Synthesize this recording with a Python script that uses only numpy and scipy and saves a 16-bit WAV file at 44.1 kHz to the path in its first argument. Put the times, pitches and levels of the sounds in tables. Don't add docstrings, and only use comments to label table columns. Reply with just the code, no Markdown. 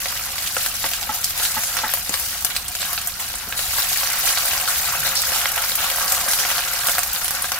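import sys
import numpy as np
from scipy import signal
from scipy.fft import rfft, irfft, next_fast_len
from scipy.io import wavfile
from scipy.ndimage import uniform_filter1d, map_coordinates

SR = 44100
rng = np.random.default_rng(int(sys.argv[2]) if len(sys.argv) > 2 else 0)


def wav_out(sig):
    wavfile.write(sys.argv[1], SR, np.round(np.clip(np.atleast_2d(sig).T, -1, 1) * 32767).astype(np.int16))


N = 334719


def sizzle():
    # pitch_hz, level_db
    tone = [(180, -54), (300, -8.5), (439, -17.5), (526, -8), (620, -8.5), (696, -5.5), (1030, -1.1),
            (1390, 1.4), (1700, -0.9), (2480, -3.5), (2980, -6.5), (3810, -6.5), (5200, -5.5), (7500, -7),
            (8420, -9), (12500, -4.5), (15500, -7)]
    crackle = sum(room(bubbles(per_s=320, spread_db=4.5, life_s=0.0025, octaves=0.62, pan_db=5.5),
                       wet_db=8.5) for _ in range(4))
    fizz = bubbles(per_s=2000, spread_db=-0.5, life_s=0.037, octaves=1, pan_db=5)
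    wet = plinks(per_s=330, low_hz=661, high_hz=12030, cycles=410, spread_db=1, rise=0.016)
    ticks = room(bubbles(per_s=150, spread_db=4.2, life_s=0.003, octaves=0.3, pan_db=6), wet_db=0)
    oil = unit(crackle) + amp(-3.5) * fizz + amp(-7.5) * wet + amp(-7.5) * unit(ticks)
    oil = filtered(oil, lambda hz: amp(along(tone, hz)) * hollows(hz))
    low = filtered(oil, lambda hz: 1 / (1 + (hz / 2400) ** 6))
    t = np.arange(N) / SR
    low_db, high_db = boil(t)
    flood_start_s, flood_length_s, flood_db = 5.5, 1.5, -1.5
    deep = filtered(unit(low), lambda hz: 1 / (1 + (hz / 890) ** 8))
    deep_gain = amp(flood_db * np.clip((t - flood_start_s) / flood_length_s, 0, 1))
    bubbling = amp(low_db + 0.5 + flutter(depth_db=0.97)) * (unit(low) + (deep_gain - 1) * deep)
    hiss = amp(high_db + 2.5 + flutter(depth_db=0.97)) * unit(oil - low)
    return amp(flutter(depth_db=0.5)) * (bubbling + hiss)


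def bubbles(per_s, spread_db, life_s, octaves, pan_db, size=128):
    count = int(per_s * N / SR)
    when, pitch, rank, place = rng.random((count, 4)).T
    hz = np.fft.rfftfreq(size, 1 / SR)
    centre_hz = 400 * 60 ** pitch
    band = np.exp(-0.5 * (np.log2((hz + 1) / centre_hz[:, None]) / octaves) ** 2)
    noise = rng.standard_normal((2, count, size)) * fade(np.arange(size) / SR, life_s)
    snaps = irfft(rfft(np.roll(noise, size // 4, axis=-1)) * band)
    bulk = -np.log(np.maximum(rank, 0.06))
    snaps *= amp(spread_db * bulk + pan_db * np.outer([1, -1], place - 0.5))[..., None]
    samples = ((when * N).astype(int)[:, None] + np.arange(size)).ravel()
    return unit(np.array([np.bincount(samples, side.ravel(), N + size)[:N] for side in snaps]))


def plinks(per_s, low_hz, high_hz, cycles, spread_db, rise, size=640):
    count = int(per_s * N / SR)
    when, pitch, rank, place = rng.random((4, count, 1))
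    hz = low_hz * (high_hz / low_hz) ** np.sqrt(pitch)
    t = np.arange(size) / SR
    life_s = np.clip(cycles / hz, 0.012, 0.03)
    bulk = -np.log(np.maximum(rank, 0.08))
    strength = amp(spread_db * bulk) * (hz / low_hz) ** 0.11
    ring = strength * np.sin(2 * np.pi * hz * t * (1 + rise * t / life_s)) * fade(t, life_s)
    samples = when * N + np.arange(size)
    offset = place * 16 - 8
    arrivals = [np.abs(samples + side * offset).astype(int).ravel() for side in (1, -1)]
    return unit(np.array([np.bincount(at, ring.ravel(), N)[:N] for at in arrivals]))


def boil(t):
    # time_s, low_db, high_db
    boil_levels = [(0.0, -37, -26.5), (0.34, -34, -27), (0.66, -38, -27), (1.4, -35, -28),
                   (1.84, -32.5, -28), (2.07, -38.5, -28), (2.57, -37, -31.5), (2.85, -44, -27),
                   (3.12, -38, -32), (3.28, -39.5, -30), (3.52, -35, -30.5), (3.58, -32, -32),
                   (3.79, -33.5, -21), (3.94, -30.5, -23), (4.23, -28.5, -20), (4.48, -29, -22.5),
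                   (4.62, -30.5, -24.5), (4.85, -29.5, -23.5), (5.67, -29.5, -25), (6.14, -29, -24),
                   (6.29, -27, -24.5), (6.75, -28.5, -24.5), (7.05, -33, -27), (7.59, -31.5, -29)]
    time_s, low_db, high_db = np.transpose(boil_levels)
    return np.interp(t, time_s, low_db), np.interp(t, time_s, high_db)


def flutter(depth_db, per_s=14):
    position = np.arange(N) * per_s / SR
    return depth_db * unit(map_coordinates(rng.standard_normal(1024), [position], order=2, mode="wrap"))


def steam(lead_s=0.003):
    # start_s, length_s, low_db, middle_db, top_db
    spits = [(0.458, 0.07, -53, -35, -36), (0.636, 0.1, -46, -41, -37), (0.837, 0.08, -37.5, -38, -53),
             (1.131, 0.16, -42.5, -42, -37), (1.356, 0.34, -44.5, -37, -34), (1.426, 0.12, -44, -36, -27.5),
             (1.596, 0.31, -49, -40, -35.5), (1.767, 0.11, -43, -30, -47), (2.123, 0.12, -40, -38, -32),
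             (2.174, 0.56, -50.5, -42, -33.5), (2.5, 0.065, -42.5, -31, -42), (2.55, 0.053, -53, -36, -35),
             (2.798, 0.098, -40.5, -38, -53), (2.851, 0.37, -40.5, -47, -38.5),
             (3.19, 0.12, -38.5, -44, -32.5), (3.56, 0.27, -46, -38.5, -33), (4.438, 0.28, -44, -45, -34),
             (4.674, 0.2, -43, -48, -30), (5.039, 0.21, -37, -32, -34), (5.154, .15, -57, -28, -39),
             (5.323, 0.29, -38.5, -32, -31.5), (5.774, 0.27, -37, -38, -35), (6.072, 0.44, -39, -43, -36),
             (6.277, 0.25, -47, -34.5, -30.5), (6.384, 0.19, -47, -35, -31.5),
             (6.49, 0.097, -33.5, -36, -30), (6.88, 0.077, -53, -29, -36), (7.231, 0.14, -52, -39, -38),
             (7.43, 0.12, -49, -40, -43)]
    # start_s, low_db, middle_db, top_db
    pops = [(0.058, -21, -24.5, -31), (0.085, -39, -18, -33), (0.154, -26, -34, -32),
            (0.174, -37, -27.5, -26), (0.382, -26.5, -24, -24), (0.474, -31.5, -22, -22),
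            (0.567, -16, -26, -21), (0.662, -21, -22, -15), (0.753, -35, -30, -21.5),
            (0.842, -20, -16, -34), (0.849, -37, -26, -34), (0.862, -27, -24, -23), (0.915, -27, -27, -21),
            (0.935, -25.5, -19.5, -23), (1.029, -28, -22, -36), (1.2437, -43, -19.5, -12.5),
            (1.306, -30, -22.5, -22), (1.399, -21, -24, -29), (1.452, -26, -18, -27),
            (1.459, -29, -23, -26), (1.636, -27, -31, -15), (1.769, -24, -22, -16),
            (1.789, -20.5, -23, -25), (1.893, -22, -33, -37), (1.938, -19.5, -24.5, -12.5),
            (1.973, -23, -34, -27), (2.094, -25, -26, -20), (2.141, -23, -17, -24), (2.197, -32, -38, -17),
            (2.448, -21, -23, -11), (2.466, -32, -20, -37), (2.555, -34, -33, -38),
            (2.5645, -30, -15.5, -15.5), (2.682, -42, -30, -19), (2.752, -30, -21, -23),
            (2.819, -33, -17.5, -37), (2.829, -28, -19, -41), (2.851, -25, -29, -36),
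            (2.931, -25, -30, -18), (2.978, -23.5, -18, -38), (2.987, -35, -28, -31),
            (3.015, -37, -31, -25), (3.073, -27, -37, -15), (3.302, -29.5, -35, -34), (3.34, -28, -27, -38),
            (3.354, -32, -40, -20), (3.525, -22.5, -24, -37), (3.592, -23, -19, -26),
            (3.736, -31, -38, -18.5), (3.784, -19, -32, -20), (3.85, -33, -31, -24), (3.931, -29, -27, -22),
            (3.973, -30, -24, -19), (4.033, -20.5, -28, -20), (4.132, -40, -40, -19),
            (4.173, -25, -25, -28), (4.291, -30, -19, -23), (4.374, -24, -14, -30), (4.384, -30, -22, -22),
            (4.452, -24, -36, -23), (4.48, -28, -32, -20), (4.5335, -21.5, -29, -28),
            (4.677, -20, -21, -32), (4.858, -44, -33, -21), (5.153, -33, -36, -15.5),
            (5.172, -36, -29, -20), (5.219, -37, -26, -15.5), (5.319, -19, -35, -19),
            (5.415, -25, -24, -29), (5.457, -18.5, -16.5, -35), (5.518, -37, -38, -17),
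            (5.578, -16.5, -22.5, -19), (5.639, -24, -24, -32), (5.696, -30, -32, -16),
            (5.719, -26, -19, -26), (5.754, -33, -28, -13), (5.843, -22, -28, -22), (5.901, -25, -25, -19),
            (5.96, -30.5, -39, -18), (5.997, -35, -24, -25), (6.08, -41, -20, -26),
            (6.122, -28, -25.5, -13.5), (6.148, -26, -25, -18), (6.263, -27, -35, -20),
            (6.284, -18, -25, -18), (6.313, -35, -27, -16), (6.334, -25, -17.5, -16),
            (6.389, -29, -20, -20), (6.395, -37, -23, -21), (6.451, -20.5, -20, -30),
            (6.515, -20, -24, -30), (6.582, -34, -14, -25), (6.592, -25, -23, -31), (6.675, -36, -37, -24),
            (6.87, -25, -30, -12), (6.886, -17, -25, -24), (6.895, -24, -26, -14), (6.917, -42, -31, -20),
            (6.952, -21.5, -44, -21), (6.983, -17.5, -24, -15), (6.991, -22, -23, -14.5),
            (7.033, -31, -23.5, -16), (7.132, -42, -35, -18), (7.218, -22.5, -28, -40),
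            (7.245, -27, -36, -17), (7.281, -27, -25, -17), (7.308, -23, -28, -18),
            (7.35, -33, -23.5, -21.5), (7.422, -34, -38, -17.5), (7.444, -20, -33, -25),
            (7.454, -28, -34, -22), (7.519, -18, -20, -16), (7.544, -38, -24, -25)]
    track = np.zeros((2, N))
    for start_s, length_s, *levels_db in spits:
        spit = burst(levels_db, life_s=length_s, wet_db=3.5, rough_db=4.5, pan_db=1.6, size=12288,
                     lead_s=lead_s)
        add(track, start_s - lead_s, spit)
    for start_s, *levels_db in pops + small_pops():
        pop = burst(levels_db, life_s=0.0023, wet_db=4, rough_db=1.5, pan_db=1.7, size=3072,
                    lead_s=lead_s, snap_hz=8500, apart_s=0.00003)
        add(track, start_s - lead_s, pop)
    return filtered(track, lambda hz: causal(hollows(hz)))


def small_pops(per_s=7):
    count = int(per_s * N / SR)
    start_s = (np.arange(count) + rng.random(count)) / count * N / SR
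    bulk, brightness = rng.standard_normal((count, 2)).T
    low_db, high_db = boil(start_s)
    size_db, bright_db = -1 + 0.3 * bulk, 1.5 * brightness
    middle_db = (low_db + high_db) / 2 + size_db
    return list(zip(start_s, low_db + size_db - bright_db, middle_db, high_db + size_db + bright_db))


def burst(levels_db, life_s, wet_db, rough_db, pan_db, size, lead_s, snap_hz=1, apart_s=0.0001):
    # from_hz, to_hz
    bands = [(500, 2400), (2400, 6000), (6000, 15500)]
    # pitch_hz, level_db
    tone = [(120, -13.5), (400, -18.5), (620, -9.5), (1500, -1), (4000, -1.5), (8500, -2), (15000, -2.5)]
    t = np.arange(size) / SR
    spray_s = life_s + 0.002
    ragged = amp(rough_db * unit(uniform_filter1d(rng.standard_normal(size), size=30)))
    dying = fade(t, spray_s)
    spray = rfft(rng.standard_normal(size) * ragged * dying * (1 - dying))
    snap = 1 / (1 + (np.fft.rfftfreq(size, 1 / SR) / snap_hz) ** 2)
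    spectrum = (1 - snap) * spray / np.abs(spray) - snap
    puff = np.roll(irfft(spectrum / np.abs(spectrum)), round(lead_s * SR))
    puff *= fade(np.maximum(t - spray_s - lead_s, 0), 0.01)
    low, middle, top = levels_db + 10 * np.log10(life_s * SR * SR / 2 / np.diff(bands).ravel())
    colour = [(1500, low), (4000, middle), (8500, top)]
    notes_hz = np.geomspace(500, 16000, num=18)
    pocket = np.column_stack([notes_hz, unit(amp(3.5 * rng.standard_normal(len(notes_hz))))])
    place = rng.uniform(-0.9, 1) * np.array([[1], [-1]])

    def response(hz):
        gain = amp(along(tone, hz) + along(colour, hz)) * along(pocket, hz)
        return causal(gain) * np.exp(2j * np.pi * hz * apart_s * place)

    return room(amp(pan_db * place) * filtered(puff, response), wet_db)


def hollows(hz):
    # pitch_hz, width_hz, level_db
    peaks = [(534, 73, 10.5), (715, 92, 9), (862, 115, 2.5), (1136, 30, 4.5), (1320, 41, 4),
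             (1422, 34, 4.5), (1603, 69, 5), (1800, 60, -2), (2937, 56, 4.5), (4740, 220, 1)]
    return amp(sum(db / (1 + (2 * (hz - centre) / width) ** 2) for centre, width, db in peaks))


def spoon():
    # start_s, level_db
    knocks = [(1.09, -11), (1.565, -11), (1.834, -10.5)]
    # start_s, level_db
    pats = [(0.84, -29), (0.861, -49), (2.092, -26.5), (3.473, -33)]
    # pitch_hz, level_db, ring_s
    pan_notes = [(236, -15, 0.081), (853, 2.5, 0.062), (1130, -10, 0.048), (1300, 0.5, 0.05),
                 (1520, -16, 0.032), (1760, -19, 0.033), (1926, -13.5, 0.096)]
    track = np.zeros((2, N))
    t = np.arange(SR // 4) / SR
    for start_s, db in knocks:
        ring = np.zeros(len(t))
        for hz, level_db, ring_s in pan_notes:
            strength = amp(level_db + rng.normal(0, 1))
            ring += strength * fade(t, ring_s) * np.sin(2 * np.pi * hz * rng.normal(1, 0.013) * t)
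        ring *= 1 - np.exp(-t / 0.0085)
        add(track, start_s, amp(db) * room(np.array([ring, ring]), wet_db=-12))
        squelch = burst(db + np.array([-21.5, -30, -48]), life_s=0.085, wet_db=0, rough_db=4.5,
                        pan_db=-3, size=8192, lead_s=0.0026)
        add(track, start_s, squelch)
    thud_tone = [(60, -20), (160, 31.5), (520, 28), (1100, -10)]  # pitch_hz, level_db
    for start_s, db in pats:
        thud = shaped_noise(len(t), thud_tone) * fade(t, 0.07) * (1 - np.exp(-t / 0.002))
        add(track, start_s, amp(db) * thud)
    return track


def tilting():
    # start_s, length_s, level_db
    shifts = [(3.1, 0.45, -58), (4.798, 0.43, -41)]
    # pitch_hz, level_db
    tone = [(70, -20), (120, 11), (170, 6), (250, -12), (400, -13), (700, -40)]
    t = np.arange(N) / SR
    swell = sum(amp(db) * np.sin(np.pi * np.clip((t - start_s) / length_s, 0, 1))
                for start_s, length_s, db in shifts)
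    return swell * shaped_noise((2, N), tone)


def hum():
    # pitch_hz, level_db
    tone = [(12, -19), (20, -1.5), (49, -0.5), (65, 3.5), (102, -5), (172, -7), (300, -16), (338, -28),
            (385, -12), (450, -29), (580, -55), (990, -120)]
    return amp(-41.5) * shaped_noise((2, N), tone)


def room(x, wet_db, wall_s=0.045, kitchen_db=-14):
    # pitch_hz, ring_s
    kitchen = [(300, 0.062), (2000, 0.5), (14000, 0.74)]
    hz, t, noise = signal.stft(rng.standard_normal((2, SR // 8)), SR, nperseg=128)
    decay = fade(t, wall_s) + amp(kitchen_db) * fade(t, along(kitchen, hz)[:, None])
    tail = signal.istft(noise * decay, SR)[1]
    echo = signal.oaconvolve(x, tail / np.linalg.norm(tail[0]), axes=1)
    return x + amp(wet_db) * echo[:, :x.shape[-1]]


def amp(db):
    return 10 ** (np.asarray(db) / 20)


def unit(x):
    return x / np.sqrt(np.mean(x ** 2) + 1e-20)


def along(points, hz):
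    pitches, values = np.transpose(points)
    return np.interp(np.log(hz + 1), np.log(pitches), values)


def fade(t, life_s):
    return np.exp(-np.log(1000) * t / life_s)


def filtered(x, response):
    size = x.shape[-1]
    padded = next_fast_len(size + 1024)
    return irfft(rfft(x, padded) * response(np.fft.rfftfreq(padded, 1 / SR)), padded)[..., :size]


def shaped_noise(shape, tone):
    return unit(filtered(rng.standard_normal(shape), lambda hz: amp(along(tone, hz))))


def causal(gain):
    cepstrum = irfft(np.log(np.maximum(gain, 1e-6)))
    half = len(cepstrum) // 2
    return np.exp(rfft(cepstrum * np.r_[1, np.full(half - 1, 2), 1, np.zeros(half - 1)]))


def add(track, start_s, sound):
    part = track[:, max(round(start_s * SR), 0):][:, :sound.shape[-1]]
    part += sound[..., :part.shape[-1]]


def scene():
    # pitch_hz, side_gain_db
    width = [(60, -16.5), (125, -13.5), (280, -7.5), (600, -14.5), (1200, -11.5), (2300, -3.3), (4000, 0),
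             (15000, 0)]
    # pitch_hz, left_minus_right_db
    balance = [(500, 0.5), (2000, 0), (4000, 0), (8000, -1.5), (12000, 1.5)]
    left, right = hum() + tilting() + spoon() + sizzle() + steam()
    mid = (left + right) / 2
    side = filtered((left - right) / 2, lambda hz: amp(along(width, hz)))
    right = filtered(mid - side, lambda hz: np.exp(-2j * np.pi * hz * 2 / SR))
    stereo = np.array([mid + side, right])
    return filtered(stereo, lambda hz: amp(np.outer([0.5, -0.5], along(balance, hz))))


def record(dry, top_hz=15600):
    return filtered(np.clip(dry, -1, 1), lambda hz: 1 / np.sqrt(1 + (hz / top_hz) ** 200))


dry = scene()
out = record(dry)
wav_out(out)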